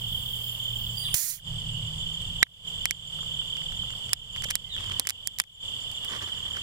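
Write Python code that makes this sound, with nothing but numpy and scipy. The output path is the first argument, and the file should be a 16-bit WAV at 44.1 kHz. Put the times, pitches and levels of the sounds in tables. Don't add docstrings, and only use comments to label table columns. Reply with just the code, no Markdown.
import sys
import numpy as np
from scipy import signal
from scipy.fft import rfft, irfft, next_fast_len
from scipy.io import wavfile

SR = 44100
rng = np.random.default_rng(int(sys.argv[2]) if len(sys.argv) > 2 else 0)


def generate_wav(signal):
    frames = np.transpose(np.atleast_2d(signal))
    scaled = np.clip(frames, -1, 1) * 32767
    pcm = np.round(scaled).astype(np.int16)
    wavfile.write(sys.argv[1], SR, pcm)


def magnitude_from_level(level_db):
    exponent = np.asarray(level_db, float) / 20
    return 10 ** exponent


N = 291942
T = np.arange(N) / SR


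def rms_one(x):
    return x / np.sqrt(np.mean(x ** 2) + 1e-20)


def in_time(rows, off=0):
    s, *columns = np.transpose(rows)
    sounding = np.clip(np.minimum(T - s[0], s[-1] - T) / 0.00067 + off, 0, 1)
    return [np.interp(T, s, c) for c in columns] + [sounding]


def at_hz(points, hz):
    table_hz, value = np.transpose(points)
    return np.interp(np.log(hz + 1), np.log(table_hz), value)


def swell(at, attack, hold, release):
    rise = (T - at) / attack
    fall = 1 + (at + attack + hold - T) / release
    return np.clip(np.minimum(rise, fall), 0, 1)


def drift(rate):
    knots = rng.standard_normal(300)
    return np.interp(T * min(rate, 39), np.arange(len(knots)), knots)


def noise(shape):
    size = next_fast_len(N)
    hz = np.fft.rfftfreq(size, 1 / SR)
    return rms_one(irfft(shape(hz) * rfft(rng.standard_normal(size)), size)[:N])


def humps(peaks, hz):
    return np.sqrt(sum(magnitude_from_level(2 * db) / (1 + (2 * (hz - f) / w) ** 2) ** 2 for f, w, db in peaks))


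def placed(x, pan_db, lag):
    late = np.interp(np.arange(N) - lag, np.arange(N), x)
    return np.array([late * magnitude_from_level(pan_db / 2), x * magnitude_from_level(-pan_db / 2)])


def foliage(x, t60):
    s = np.arange(int(.3 * SR)) / SR
    tail = rng.standard_normal((2, len(s))) * magnitude_from_level(-60 * s / t60) * (s > .003)
    tail /= np.sqrt(np.sum(tail[0] ** 2))
    return signal.fftconvolve(x[None], tail, axes=1)[:, :N]


# freq_hz, correlation
LIKENESS = [(60, 0.95), (180, 0.92), (550, 0.0042), (1650, -0.056), (4970, -0.022), (15000, -0.13)]
# freq_hz, left_minus_right_db
BALANCE = [(60, -2), (180, -1), (550, -1), (1650, -2.5), (4970, -7.5), (15000, -6.0)]


def far_noise(shape):
    size = next_fast_len(N)
    hz = np.fft.rfftfreq(size, 1 / SR)
    mid, side = rfft(rng.standard_normal((2, size)))
    alike = np.clip(at_hz(LIKENESS, hz), -.9, .99)
    lean = magnitude_from_level(at_hz(BALANCE, hz) / 2)
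    mid, side = mid * np.sqrt(1 + alike), side * np.sqrt(1 - alike)
    both = np.array([(mid + side) * lean, (mid - side) / lean])
    return rms_one(irfft(shape(hz) * both, size)[:, :N])


# freq_hz, density_db_per_hz
LEAVES = [(150, -17), (250, -17), (330, -25), (460, -17), (1100, -19.5), (1500, -26.5), (2500, -24.5),
          (3900, -25), (5800, -30), (9700, -32), (12300, -32.5), (15600, -36), (15900, -66)]
# centre_hz, width_hz, level_db
FAR_INSECTS = [(2900, 260, -49), (3200, 310, -49), (4746, 1430, -58.5), (7300, 1600, -55),
               (7940, 2500, -58)]
# freq_hz, density_db_per_hz
RUMBLE = [(11, -49.5), (18, 2), (38, -1.5), (70, -5.5), (93, -3.5), (119, -1), (150, -10.5), (177, -9),
          (320, -39.5), (420, -69.5), (700, -120)]
# time_s, level_db
ROAD = [(0, -43.5), (.6, -43), (1.4, -39.5), (2.8, -44.5), (3.8, -46), (4.7, -44), (5.9, -51.5),
        (6.62, -47)]


def background():
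    out = magnitude_from_level(-50.5 + 0.23 * drift(9.2)) * far_noise(lambda hz: magnitude_from_level(at_hz(LEAVES, hz)))
    for centre_hz, width_hz, db in FAR_INSECTS:
        chorus = far_noise(lambda hz: humps([(centre_hz, width_hz, 0)], hz) ** 2)
        out += magnitude_from_level(db + 2.2 * drift(12)) * chorus
    out += magnitude_from_level(in_time(ROAD)[0] + 2.5 * drift(7)) * far_noise(lambda hz: magnitude_from_level(at_hz(RUMBLE, hz)))
    return out


# time_s, pitch_hz, level_db
ENGINES = [
    [(0, 119.5, -43), (.5, 118.4, -43.5), (1.1, 117.2, -43), (1.5, 116.5, -43.5), (1.85, 116.7, -37),
     (1.97, 115, -66)],
    [(.9, 148.8, -52), (1.45, 149, -42.5), (1.8, 153, -40.5), (2.3, 159, -49), (2.85, 161, -52.5),
     (3.1, 153.9, -48), (3.6, 151.6, -49.5), (3.9, 146, -55), (4.7, 144.6, -60)],
    [(3.6, 99, -81), (3.9, 97, -83), (4.9, 91.5, -43.5), (5.8, 91, -67.5), (6.3, 85.6, -49),
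     (6.62, 89, -57)],
]


def engines():
    out = 0
    for rows in ENGINES:
        hz, db, sounding = in_time(rows, off=1)
        tone = np.sin(2 * np.pi * np.cumsum(hz) / SR)
        out = out + placed(sounding * magnitude_from_level(db + 1.5 + 2.1 * drift(21)) * tone, -2.2, 0)
    return out


def strokes(cycles, hz, duty, glide_hz, spread_db):
    count = np.floor(cycles + .5).astype(int)
    along = np.clip(((cycles + .5) % 1 - .5) / duty, -.5, .5)
    own = rng.standard_normal((count.max() - count.min() + 1, 3))[count - count.min()]
    shape = np.cos(np.pi * along) ** .7
    pitch_hz = hz + glide_hz * along + 8 * own[:, 0]
    tone = np.sin(2 * np.pi * np.cumsum(pitch_hz) / SR + .9 * own[:, 2])
    return rms_one(shape * magnitude_from_level(spread_db * own[:, 1]) * tone)


# wing_hz, pulses_per_s, start_cycles, slowing_per_s2
TRILL_TIMING = [(3145, 37.578, .28, 0), (3415, 44.8, .13, -.019), (2890, 33.87, .21, -.023),
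                (3020, 28.26, .38, -.011), (3290, 41.3, 0, 0)]
# level_db, left_minus_right_db, left_lag_samples, glide_hz
TRILL_LEVEL = [(-37.5, -5.5, 7.8, -240), (-42, -1, 4., -340), (-47.5, -3.5, 6., -300), (-47, -9, 9., -300),
               (-52, -7, 3., -350)]


def tree_crickets():
    out = 0
    for (hz, rate, start, slowing), (db, pan_db, lag, glide_hz) in zip(TRILL_TIMING, TRILL_LEVEL):
        pulses = strokes(start + rate * T + slowing * T ** 2, hz, .72, glide_hz, 2.5)
        song = magnitude_from_level(db + 1.2 * drift(5)) * pulses
        out = out + placed(song, pan_db, lag) + magnitude_from_level(-9.5) * foliage(song, .12)
    return out


# time_s, lead_cycles
CHIRP_WANDER = [(0, 0), (1.5, -.09), (3.6, .08), (4.6, -.07), (5.6, .06), (6.62, -.08)]


def ground_cricket():
    chirps_per_s = 7.305
    cycles = .39 + chirps_per_s * T + in_time(CHIRP_WANDER)[0]
    chirp = strokes(cycles, 7190, .42, 210, 1.2)
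    roughness = .9 + .5 * noise(lambda hz: humps([(0, 160, 0)], hz))
    chirp *= magnitude_from_level(1.2 * drift(1.5) + 1.2 * drift(39)) * roughness
    chirp = magnitude_from_level(-57) * (chirp + .4 * np.roll(chirp, round(SR / chirps_per_s / 2)))
    return placed(chirp, -7, 6.8) + magnitude_from_level(-9) * foliage(chirp, .15)


def katydid():
    rasps_per_s = 7.6
    throb = np.clip(np.cos(2 * np.pi * (.1 + rasps_per_s * T + .08 * drift(2))), 0, 1)
    rasp = noise(lambda hz: humps([(8000, 450, 0)], hz) ** 2)
    return placed(magnitude_from_level(-58 + 2.5 * drift(6)) * throb * rasp, -7, 7)


# start_s, length_s, first_pitch_hz, level_db
BIRD = [
    (1.027, .07, 2000, -66),
    (4.645, .165, 2110, -72),
]
BIRD_TUNE = [(0, 1), (.27, .975), (.41, .875), (.58, .835), (.8, .72), (.9, .55), (1, .46)]
# freq_hz, gain_db
CHEST = [(950, 6), (1300, -2), (1600, -10), (1800, 2), (2100, 3)]
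# freq_hz, gain_db
THROAT = [(2000, -2), (2400, 5), (3000, 21.5), (3600, 29), (4000, 13), (4200, -14)]


def bird():
    call = 0
    for at, length, first_hz, db in BIRD:
        hz = first_hz * np.interp((T - at) / length, *np.transpose(BIRD_TUNE))
        phase = 2 * np.pi * np.cumsum(hz + 20 * drift(39)) / SR
        first = magnitude_from_level(at_hz(CHEST, hz)) * np.sin(phase)
        second = magnitude_from_level(at_hz(THROAT, 2 * hz)) * np.sin(2 * phase)
        call = call + swell(at, 0.0089, length - .015, .005) * magnitude_from_level(db + 10.0) * (first + second)
    call = call * magnitude_from_level(2 * drift(39)) * (1 + .4 * noise(lambda hz: humps([(0, 120, 0)], hz)))
    return placed(call, -2.5, 3.5) + foliage(call, .45)


# freq_hz, left_minus_right_db
SHADOW = [(60, -7.5), (180, 5.5), (550, -2), (1650, -10), (4970, -17), (15000, -8)]


def near(x, alike):
    hz = np.fft.rfftfreq(N, 1 / SR)
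    reflections = np.roll(x, 70) - np.roll(x, 163)
    left = alike * np.roll(x, 9) + (1 - alike) * reflections
    left = irfft(rfft(left) * magnitude_from_level(at_hz(SHADOW, hz)), N)
    return np.array([left, x])


# start_s, length_s, level_db
RUB = [
    (4.746, 0.29, -53.5),
    (4.9, .04, -54),
    (6.005, 0.63, -56),
    (6.083, 0.11, -46.5),
    (6.201, 0.07, -47.5),
    (6.26, 0.056, -53),
    (6.547, 0.062, -51),
]


def fingers():
    grain_size = magnitude_from_level(2.5 * np.minimum(rng.exponential(1, N), 4))
    grains = rng.standard_normal(N) * grain_size * (rng.random(N) < .06)
    hz = np.fft.rfftfreq(N, 1 / SR)
    modes = humps([(1090, 300, 6.5), (1800, 800, 5), (400, 600, -2), (4470, 6400, -4)], hz)
    rub = rms_one(irfft(rfft(grains) * modes, N))
    pressure = 0
    for at, length, db in RUB:
        attack, release = min(0.37 * length, .03), min(0.32 * length, .03)
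        hold = max(length - .06, 0.11 * length)
        pressure = pressure + magnitude_from_level(db + 6.5) * swell(at, attack, hold, release)
    return near(rub * pressure, alike=0.93)


# mode_hz, level_db, t60_s, left_minus_right_db
POP = [(1990, 5, .0057, -7), (2730, -5, .0042, 1), (3630, -8.5, .0032, 4), (3790, -3, .0082, 3),
       (4510, -4, .0023, 1), (5330, -.5, .003, -4), (6820, -18.5, .0063, -14), (8220, -7.5, .0039, -7),
       (10470, -11.5, .005, -1), (12530, -16, .0016, 4), (13870, -23.5, .0031, -10)]
# start_s, level_db, mode_hz, t60_s, left_minus_right_db
BUCKLES = [(2.4252, -18, 1690, .008, -1), (2.4276, -4, 3180, .0041, -4), (2.4262, -26, 7430, .0068, -10),
           (2.4322, -19.5, 3460, .0043, -5), (2.4343, -21, 3810, .013, -4), (2.4294, -31, 410, .0057, -1),
           (2.4341, -26.5, 2250, .014, -5), (4.4545, -32.5, 550, 0.017, -1),
           (4.132, -17.5, 5120, 0.014, -10), (5.4, -14.5, 2370, 0.004, 8), (5.4, -30, 830, 0.01, 4),
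           (2.8558, -19.5, 2040, 0.0066, -13), (2.9092, -14, 2260, 0.0089, -5),
           (4.9972, -24, 570, 0.003, -12.5)]
# start_s, level_db, mode_hz
DENTS = [(2.467, -51, 1850), (3.1896, -43.5, 1260), (3.2303, -42.5, 1270), (3.4166, -47, 1420),
         (3.6192, -44, 1990), (3.7214, -48, 1360), (3.8346, -43, 1200), (3.9025, -46, 1250),
         (3.9363, -45.5, 1310), (4.092, -43, 1980), (4.1254, -46, 1700), (4.3615, -41, 2030),
         (4.764, -42, 1790), (4.803, -44, 2030), (4.841, -46, 1330), (4.898, -40, 1200),
         (4.9192, -38, 2210), (5.0514, -43, 1980), (6.0481, -44, 2400), (6.056, -48, 1200),
         (6.096, -46, 1560), (6.15, -44, 1900), (6.163, -44, 1150), (6.2761, -46, 1140),
         (6.4637, -46, 1220), (6.472, -47, 1900), (6.5026, -47, 1260), (6.106, -42, 1740),
         (6.137, -36, 1750), (6.2086, -41, 1640), (6.2215, -36, 1700), (6.55, -43, 1730),
         (6.5693, -34, 1530)]


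def buckles():
    out = np.zeros((2, N + SR))
    since = np.arange(1500) / SR
    pop_s = 2.429
    rings = []
    for k, (hz, db, t60, pan_db) in enumerate(POP):
        delay = 1.28 / hz * (k % 2) / 2
        rings.append((pop_s + delay, db, hz, t60, pan_db))
    dents = [(s + 0.00063, db + 11.5, hz, .005, -6) for s, db, hz in DENTS]
    for at, db, hz, t60, pan_db in rings + BUCKLES + dents:
        envelope = magnitude_from_level(db - 60 * since / t60) * (1 - np.exp(-since / .0003))
        ring = envelope * np.sin(2 * np.pi * hz * since)
        for side, (lag, lean) in enumerate([(7, 1.58), (0, -2.0)]):
            i = round(at * SR) + lag
            out[side, i:i + len(ring)] += ring * magnitude_from_level(lean * pan_db / 2)
    return out[:, :N]


# start_s, peak_db, dullness_db, extra_left_db
SNAPS = [(1.1432, -20.5, -5.5, 0), (2.2172, -37.5, -0.5, -6.5), (2.854, -15.5, 1.5, -2.5),
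         (2.9077, -15.5, 4.5, -14.5), (4.1304, -8.5, -0.5, -5), (4.4205, -29, 3.5, -12),
         (4.4376, -26, 6.5, -10), (4.441, -24, 1.5, -10), (4.5032, -22, 1, -10), (4.5055, -23.5, -3, -17),
         (4.5075, -20, 5, -5.5), (4.5528, -14, -3, -8), (4.995, -11, -5, -8), (5.07, -18, 1.5, -7),
         (5.0882, -19, -1.5, -5.5), (5.0934, -24, 0, -8), (5.0957, -20, -1.5, -10), (5.1036, -21, 0, -7.5),
         (4.134, -29, -3, -5), (5.394, -30, -3, -8), (5.4158, -40, -5, -5), (5.2714, -17.5, -3.5, -14.5),
         (5.3849, -21, -0.5, -11), (5.3982, -11, 2.5, -4), (5.914, -34.5, -1.5, -4), (6.0463, -34.5, -6, 5)]
# start_s, peak_db
TICKS = [(3.5674, -35), (3.7202, -37.5), (3.9037, -39), (4.092, -37), (4.3605, -34), (4.3685, -39),
         (4.4995, -33), (4.5014, -30), (4.5045, -28), (4.5098, -31), (4.516, -36), (4.4444, -30),
         (4.486, -37), (4.7637, -37), (4.8054, -38), (4.8404, -34.5), (4.8964, -36), (4.9174, -34),
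         (5.0504, -43), (5.3915, -38), (5.4367, -44), (6.222, -38), (6.5666, -33)]
# freq_hz, gain_db
CRACK = [(100, -24), (450, -16.5), (800, -27.5), (1300, -8.5), (1900, 0.5), (3200, -2), (5200, 2.5),
         (7500, 4), (10500, 7.5), (12500, 3), (15000, -5), (16500, -17)]
# centre_hz, width_hz, level_db
LID = [(1700, 4200, 7), (3700, 1030, 12.5), (4970, 650, 9.5), (7300, 800, 10), (8940, 810, 9),
       (10600, 800, -1), (14900, 1500, -13)]
# freq_hz, left_minus_right_db
LEFT_SHADE = [(300, -40), (800, 20.5), (1600, -3.5), (2700, 7), (4200, -0.5), (5300, -2), (7500, -42),
              (10500, -20), (12500, -4), (15000, 3)]


def snaps():
    out = np.zeros((2, N + SR))
    s, hz = np.arange(1024) / SR - .003, np.fft.rfftfreq(1024, 1 / SR)
    rebounds = [(at + 0.01, db - 42.5, dull_db, left_db) for at, db, dull_db, left_db in SNAPS]
    ticks = [(at, db, 6, -5) for at, db in TICKS]
    hits = SNAPS + rebounds + ticks
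    lid = humps(LID, hz)
    buzz = .03 * magnitude_from_level(-60 * s / .017)
    echo = .007 * np.exp(-((s - .0045) / .0007) ** 2)
    dying = (s > 0) * (buzz + echo)
    sudden = np.exp(-(s / np.where(s < 0, .0004, .0014)) ** 2)
    for (at, db, dull_db, left_db), own in zip(hits, rng.standard_normal((len(hits), 3, 1024))):
        crack = own[0] * np.exp(-(s / 0.00015) ** 2) + .5 * own[2] * (s > 0) * np.exp(-s / .0006)
        crack = rfft(crack)
        crack /= np.abs(crack) ** .75 + 1e-3
        crack = rfft(irfft(crack) * sudden)
        crack *= 1.5 / np.sqrt(np.mean(np.abs(crack) ** 2))
        tilt = [(2400, 3.5 + dull_db), (3600, 0), (8000, 0.013), (9000, -4.5 - dull_db)]
        colour = magnitude_from_level(db + 16.5 + at_hz(CRACK, hz) + at_hz(tilt, hz))
        right = crack + rfft(own[1] * dying) * lid
        left = crack + rfft((0.51 * own[1] + 1.73 * own[2]) * dying) * lid
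        left = left * magnitude_from_level(at_hz(LEFT_SHADE, hz) + left_db)
        i = round((at - .0011) * SR)
        out[0, i + 9:i + 1033] += irfft(left * colour)
        out[1, i:i + 1024] += irfft(right * colour)
    return out[:, :N]


# centre_hz, width_hz, level_db
SLIT_WIDE = [(11100, 350, -4), (12000, 450, 0), (13100, 450, 0)]
# centre_hz, width_hz, level_db
SLIT_FINE = [(14100, 600, 0), (15100, 600, -2)]
# start_s, attack_s, hold_s, release_s
GAPE = (0.092, 0.036, 0.43, .05)


def seep():
    lift_s, rise_s = 0.928, 0.052
    gape, lift = swell(*GAPE), swell(lift_s, rise_s, 1, 1)
    fade_db = 128 * np.clip(T - lift_s - rise_s, 0, 1)
    whistle_db = -73 + lift * (37.5 - fade_db)
    octave_db = -63.5 + 4.0 * gape + 17.5 * swell(lift_s + 0.037, 0.025, 1, 1)
    wide_db = -60 + 7.5 * gape + 1.8 * lift + 1.8 * drift(26.4) + 6
    fine_db = -53.5 + 2.7 * drift(25) + 5.5
    out = magnitude_from_level(wide_db) * noise(lambda hz: humps(SLIT_WIDE, hz) + 0.11 * (abs(hz - 12200) < 1800))
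    out += magnitude_from_level(fine_db) * noise(lambda hz: humps(SLIT_FINE, hz) + 0.23 * (abs(hz - 14700) < 1200))
    out += magnitude_from_level(whistle_db + 1.5) * noise(lambda hz: humps([(4740, 200, 0)], hz) ** 1.5)
    out += magnitude_from_level(octave_db + 3.5) * noise(lambda hz: humps([(9380, 1200, 0)], hz))
    return out


# freq_hz, density_db_per_hz
JET = [(1470, -32.5), (2500, -17), (3370, -23), (4040, -9), (6680, -2), (7880, -3.5), (10900, -4),
       (12500, 0.5), (14700, -4.5), (15700, -8), (16400, -34)]
# centre_hz, width_hz, level_db
JET_TONES = [(6890, 300, -3), (9300, 200, -5), (11200, 200, 0), (14100, 200, -4), (14900, 200, -3)]


def burst(since):
    emptying_db = 57 * since
    closing_db = 3300 * np.maximum(since - 0.18, 0) ** 2
    jet_db = -26.5 - emptying_db - closing_db
    spit_db, spit = 11.5, np.exp(-since / 0.0029)
    bright = noise(lambda hz: magnitude_from_level(at_hz(JET, hz)) * (1 + 1.5 * humps(JET_TONES, hz)))
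    dull = noise(lambda hz: humps([(2110, 1120, 0)], hz))
    jet = magnitude_from_level(jet_db + spit_db * spit + 6.0 + 1.1 * drift(35.34)) * bright
    jet += magnitude_from_level(jet_db - 25.5 + (spit_db + 12.5) * spit + 11.0) * dull
    squeak_s = 1.376
    squeak_hz = 2700 - 55000 * np.clip(T - squeak_s, 0, .03)
    squeak = np.sin(2 * np.pi * np.cumsum(squeak_hz) / SR)
    return jet + magnitude_from_level(-53) * swell(squeak_s, 0.0085, 0.011, .007) * squeak


def gas():
    burst_s = 1.142
    since = np.maximum(T - burst_s, 0)
    opening = np.clip(since / 0.00025, 0, 1)
    return near((T < burst_s) * seep() + opening * burst(since), alike=0.85)


# start_s, left_dip_db, right_dip_db, hold_s
DUCKS = [(1.152, -23, -24.5, .12), (1.247, -20, -25, .1), (1.33, -17, -18.5, 0.096),
         (2.434, -22.5, -23.5, .19), (2.85, -4, -5, .06), (2.905, -10, -9.5, 0.18),
         (4.136, -11.5, -12, 0.18), (4.5, -3.5, -5, 0.087), (4.567, -10.5, -9, 0.16), (4.993, -7, -9, 0.13),
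         (5.085, -12, -13.5, 0.17), (5.283, -11.5, -13, .14), (5.421, -20.5, -26.5, 0.17)]


def gain_control():
    gain_db = np.zeros((2, N))
    for at, left_db, right_db, hold in DUCKS:
        since = T - at
        drop = np.clip(since / 0.0027, 0, 1)
        creep = 1 - 0.43 * np.clip(since / 0.17, 0, 1)
        recovery = np.clip(1 - (since - hold) / 0.051, 0, 1)
        gain_db = np.minimum(gain_db, drop * creep * recovery * np.array([[left_db], [right_db]]))
    return magnitude_from_level(gain_db)


def scene():
    far = background() + engines() + tree_crickets() + ground_cricket() + katydid()
    close = bird() + fingers() + buckles() + snaps() + gas()
    return far + close / gain_control()


def roll_off(x):
    return signal.sosfilt(signal.butter(12, 16520, fs=SR, output="sos"), x)


def record(dry):
    band = signal.butter(2, [2500, 14000], "band", fs=SR, output="sos")
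    hiss = magnitude_from_level(-69.0) * signal.sosfilt(band, rng.standard_normal((2, N)))
    mix = np.clip(dry * gain_control() + hiss, -1, 1)
    return roll_off(mix)


dry = scene()
out = record(dry)
generate_wav(out)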